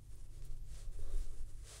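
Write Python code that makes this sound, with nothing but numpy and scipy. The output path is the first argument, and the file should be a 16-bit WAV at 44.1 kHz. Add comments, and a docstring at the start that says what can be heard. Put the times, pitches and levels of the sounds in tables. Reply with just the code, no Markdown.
"""A quiet room with a low hum, where hands knit with metal needles close to the microphone.
Stick-slip friction makes the soft swells: yarn slides along the needles, fingers brush the strand
and the fabric shifts. Impacts excite the needles' modes, heard as a few bright ticks and one dull bump,
and one fibre snaps free. The moving hands stir slow pressure swings, a deep rumble."""
import sys
import numpy as np
from scipy import signal
from scipy.fft import rfft, irfft
from scipy.io import wavfile
from scipy.ndimage import uniform_filter1d

SR = 44100
rng = np.random.default_rng(int(sys.argv[2]) if len(sys.argv) > 2 else 0)


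def wrap_up_sound(samples):
    """Save the sound to the file named by the first command line argument, as 16-bit audio."""
    columns = np.atleast_2d(samples).T
    # keep every value between -1 and 1, then stretch to whole-number steps
    tamed = np.clip(columns, -1, 1)
    steps = np.round(tamed * 32767).astype(np.int16)
    wavfile.write(sys.argv[1], SR, steps)


N = 79380
T = np.arange(N) / SR
BINS_HZ = np.arange(N // 2 + 1) * SR / N


def from_db(db):
    """Amplitude ratio of a level in decibels."""
    return 10 ** (np.asarray(db) / 20)


def unit_rms(x):
    """Normalisation to a mean power of 1."""
    return x / np.sqrt(np.mean(x ** 2) + 1e-20)


def coloured(x, spectrum):
    """Spectral shaping: gains are interpolated over log frequency; the result has rms 1."""
    hz, db = np.transpose(spectrum)
    gain = from_db(np.interp(np.log(np.maximum(BINS_HZ, 1)), np.log(hz), db))
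    return unit_rms(irfft(rfft(x) * gain, N))


def drift(corner_hz):
    """Low-pass noise: a slow random wander of mean 0 and rms 1."""
    noise = rfft(rng.standard_normal(N)) * (BINS_HZ > 0)
    return unit_rms(irfft(noise / (1 + (BINS_HZ / corner_hz) ** 2), N))


def impulse(start_s, level_db):
    """An ideal impact, one sample long."""
    return from_db(level_db) * (np.arange(N) == int(start_s * SR))


def resonator(force, pitch_hz, t60_s):
    """Damped oscillator: a unit impulse starts a decaying sine of amplitude 1."""
    radius, angle = from_db(-60 / (t60_s * SR)), 2 * np.pi * pitch_hz / SR
    return signal.lfilter([0, np.sin(angle)], [1, -2 * radius * np.cos(angle), radius ** 2], force + 1e-18)


def swells(strokes, squareness=2.16):
    """Incoherent addition: each stroke speeds up and slows down in a bell, and their powers add."""
    power = 0
    for peak_s, rise_s, fall_s, level_db in strokes:
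        distance = np.abs(T - peak_s) / np.where(T < peak_s, rise_s, fall_s)
        power += from_db(level_db) ** 2 * np.exp(-distance ** squareness)
    return np.sqrt(power)


def rubbing(strokes, spectrum, flutter_db, catches_per_s=14000, spread_db=2):
    """Stick-slip friction: countless fibres catch and let go under an unevenly moving stroke."""
    sizes = from_db(spread_db * np.minimum(rng.exponential(1, N), 5)) * rng.choice([-1, 1], N)
    catches = sizes * (rng.random(N) < catches_per_s / SR)
    return coloured(catches, spectrum) * swells(strokes) * from_db(flutter_db * drift(corner_hz=38))


# tones of the room hum: pitch_hz, level_db, waver_db
HUM_TONES = [(48.93, -59.5, -4), (100.3, -62.5, -0.15), (191.5, -85.5, 4)]
# room air and microphone hiss: frequency_hz, relative_db
AIR_SPECTRUM = [(20, 4), (70, 0), (110, -7), (170, -23), (240, -16), (340, -12.5), (480, -26), (800, -29.5),
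                (1500, -38), (4000, -36), (9500, -34), (12000, -35), (15500, -43)]
def room_tone(air_db=-62.5):
    """Amplitude modulation: the hum's tones waver at random over a broadband noise floor."""
    hum = 0
    for pitch_hz, level_db, waver_db in HUM_TONES:
        amplitude = np.sqrt(2) * from_db(level_db + waver_db * drift(corner_hz=6.2))
        hum += amplitude * np.sin(2 * np.pi * (pitch_hz * T + rng.random()))
    return hum + from_db(air_db) * coloured(rng.standard_normal(N), AIR_SPECTRUM)


# swell and fade of a low drone: time_s, level_db
DRONE_LEVELS = [(0, -66), (.28, -71), (.42, -60.5), (.68, -63.5), (.95, -68), (1.15, -63.5), (1.28, -75),
                (1.8, -66)]
def room_drone(pitch_hz=131.8, wander_hz=5.7, waver_db=1.5):
    """Random modulation of frequency and amplitude spreads a low tone into a narrow band."""
    cycles = np.cumsum(pitch_hz + wander_hz * drift(corner_hz=14)) / SR
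    level_db = np.interp(T, *np.transpose(DRONE_LEVELS)) + waver_db * drift(corner_hz=30)
    return np.sqrt(2) * from_db(level_db) * np.sin(2 * np.pi * cycles)


# rumble of the moving hands: time_s, level_db
RUMBLE_LEVELS = [(0, -66.5), (.08, -49.5), (.2, -46), (.29, -47.5), (.38, -43), (.57, -38.5), (.7, -46),
                 (.83, -44.5), (1.02, -34.5), (1.2, -31.5), (1.3, -37.5), (1.43, -38), (1.54, -44),
                 (1.8, -67.5)]
# the hands push the work together: peak_s, rise_s, fall_s, level_db
PUSH_STROKES = [(1.185, .045, 0.045, -36.5)]
# spectra of the rumble and the push: frequency_hz, relative_db
RUMBLE_SPECTRUM = [(6, -14), (12, 11.5), (26, -1.5), (42, -15.5), (75, -21.5), (110, -38), (170, -49.5),
                   (400, -70.5)]
PUSH_SPECTRUM = [(20, 9), (45, 7.5), (75, -9), (100, -26), (150, -34), (220, -25.5), (400, -54.5)]
def hand_rumble():
    """Low-frequency pressure fluctuations follow the hands, with a soft thud when they push."""
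    swings = coloured(rng.standard_normal(N), RUMBLE_SPECTRUM)
    running_rms = np.sqrt(uniform_filter1d(swings ** 2, size=6000) + 1e-9)
    rumble = swings / running_rms * from_db(np.interp(T, *np.transpose(RUMBLE_LEVELS)))
    thud = swells(PUSH_STROKES) * coloured(rng.standard_normal(N), PUSH_SPECTRUM)
    return rumble + thud


# echoes from the table and nearby walls: delay_s, gain_db
EARLY_ECHOES = [(.0031, -15), (.0074, -16), (.0127, -17), (.0193, -19)]
def with_reflections(direct):
    """Superposition: faint delayed copies add to the direct sound."""
    return direct + sum(from_db(db) * np.pad(direct, (int(s * SR), 0))[:N] for s, db in EARLY_ECHOES)


# the fabric moves in the hands: peak_s, rise_s, fall_s, level_db
FABRIC_STROKES = [(.16, 0.031, 0.17, -77), (.46, .1, 0.089, -73), (.88, 0.15, 0.18, -72.5),
                  (1.08, 0.054, 0.086, -62), (1.35, 0.12, 0.066, -68.5), (1.49, .03, 0.041, -73.5)]
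# its rustle: frequency_hz, relative_db
FABRIC_SPECTRUM = [(130, -28), (220, -23), (290, -4.5), (345, 0), (425, 2), (485, -1), (560, -4),
                   (640, -14), (780, -10.5), (950, -24), (1130, -10.5), (1400, -19.5), (1750, -19.5),
                   (2400, -32), (6000, -27), (15000, -55)]
def fabric_shifts():
    """Friction of the knitted fabric gives a dull rustle, strongest in the low midrange."""
    return rubbing(FABRIC_STROKES, FABRIC_SPECTRUM, flutter_db=0.53)


def needle_bump():
    """Damped vibration: a nudged needle rings low and the fingers absorb its energy."""
    return resonator(impulse(start_s=.9898, level_db=-50), pitch_hz=412, t60_s=.06)


def fibre_snap(band_hz=(650, 7000)):
    """Sudden release: one fibre snaps free as a band-limited impulse, a dry click."""
    band = signal.butter(2, band_hz, "band", fs=SR, output="sos")
    return signal.sosfilt(band, impulse(start_s=.4227, level_db=-36.5) + 1e-18)


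# impacts of the needle tips: start_s, level_db
TIP_CONTACTS = [(0.1554, -54), (.4511, -48), (1.507, -67)]
# modes of the metal needles: pitch_hz, gain_db, t60_s
TIP_MODES = [(8800, -5, 0.0041), (9800, -4, .005), (11000, -0.5, 0.0015), (13800, -3, 0.0023),
             (15500, -5, 0.00091)]
def needle_ticks(echo_s=.003, echo_db=-6, tail_db=-1.5, tail_t60_s=.07):
    """Modal ringing: each contact excites high modes, with one near reflection and a diffuse tail."""
    hits = sum(impulse(s, db) + impulse(s + echo_s, db + echo_db) for s, db in TIP_CONTACTS)
    ringing = sum((-1) ** k * from_db(db) * resonator(hits, hz, t60_s)
                  for k, (hz, db, t60_s) in enumerate(TIP_MODES))
    tail = rng.standard_normal(N) * from_db(-60 * T / tail_t60_s)
    return ringing + from_db(tail_db) * signal.fftconvolve(ringing, tail / np.linalg.norm(tail))[:N]


# fingers brush the strand: peak_s, rise_s, fall_s, level_db
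BRUSH_STROKES = [(.065, 0.06, 0.014, -77), (.13, 0.029, 0.023, -70.5), (.198, 0.027, 0.021, -71),
                 (.253, 0.021, 0.015, -72.5), (.335, 0.042, 0.033, -76), (.57, 0.0068, .015, -74),
                 (.945, 0.022, 0.039, -68.5), (1.012, 0.033, 0.051, -68.5), (1.17, 0.067, 0.045, -65),
                 (1.315, 0.044, 0.03, -69), (1.392, 0.043, 0.035, -68.5), (1.5, 0.032, 0.022, -69),
                 (1.6, 0.067, 0.12, -71)]
# their hiss: frequency_hz, relative_db
BRUSH_SPECTRUM = [(300, -35), (1100, -4), (2500, -6), (4500, -6), (7000, -2), (8500, 0), (9600, 2),
                  (10500, -3), (12000, -18), (15500, -21)]
def finger_brushes():
    """Friction between skin and yarn gives a faint, bright hiss."""
    return rubbing(BRUSH_STROKES, BRUSH_SPECTRUM, flutter_db=0.96)


# resonances while the yarn is drawn: peak_s, rise_s, fall_s, level_db, pitch_hz
DRAW_RESONANCES = [(1.09, 0.067, 0.034, -71, 572), (1.13, 0.095, 0.044, -76, 3700),
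                   (1.678, 0.041, 0.092, -66, 442), (1.74, 0.069, .08, -75, 1110)]
def drawn_strand(t60_cycles=54):
    """Forced resonance: friction noise drives narrow modes of the strand and needles."""
    return sum(swells([stroke]) * unit_rms(resonator(rng.standard_normal(N), hz, t60_cycles / hz))
               for *stroke, hz in DRAW_RESONANCES)


# yarn slides along a needle: peak_s, rise_s, fall_s, level_db
SLIDE_STROKES = [(.365, 0.035, .035, -70.5), (.453, 0.023, 0.02, -67.5), (.518, 0.018, 0.023, -70.5),
                 (.782, 0.073, 0.055, -62.5), (1.222, 0.017, 0.042, -64.5), (1.728, 0.053, .068, -55.5)]
# its swish: frequency_hz, relative_db
SLIDE_SPECTRUM = [(200, -39), (400, 4), (650, 2.5), (950, -6), (1150, -1.5), (1450, -1), (1750, -1),
                  (2200, -1.5), (3300, -0.5), (4100, 1), (5500, 0.5), (8200, 2.5), (9700, 1.5),
                  (11500, -11.5), (15500, -18.5)]
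def yarn_slides():
    """Sliding friction of yarn on metal gives smooth swells of broadband noise."""
    return rubbing(SLIDE_STROKES, SLIDE_SPECTRUM, flutter_db=0.3)


def scene():
    """Linear superposition: the pressures of all sources add at one close microphone."""
    friction = yarn_slides() + finger_brushes() + drawn_strand() + fabric_shifts()
    transients = needle_ticks() + fibre_snap() + needle_bump()
    return (with_reflections(friction) + transients + hand_rumble() + room_tone() + room_drone())[None]


def record(dry, cutoff_hz=15700):
    """Band limiting: a steep elliptic low-pass removes the highest treble."""
    low_pass = signal.ellip(12, .1, 90, cutoff_hz, fs=SR, output="sos")
    padded = np.pad(dry, ((0, 0), (N, 0)), mode="edge")  # a lead-in lets the filter settle
    return signal.sosfilt(low_pass, padded)[:, N:]


dry = scene()
out = record(dry)
wrap_up_sound(out)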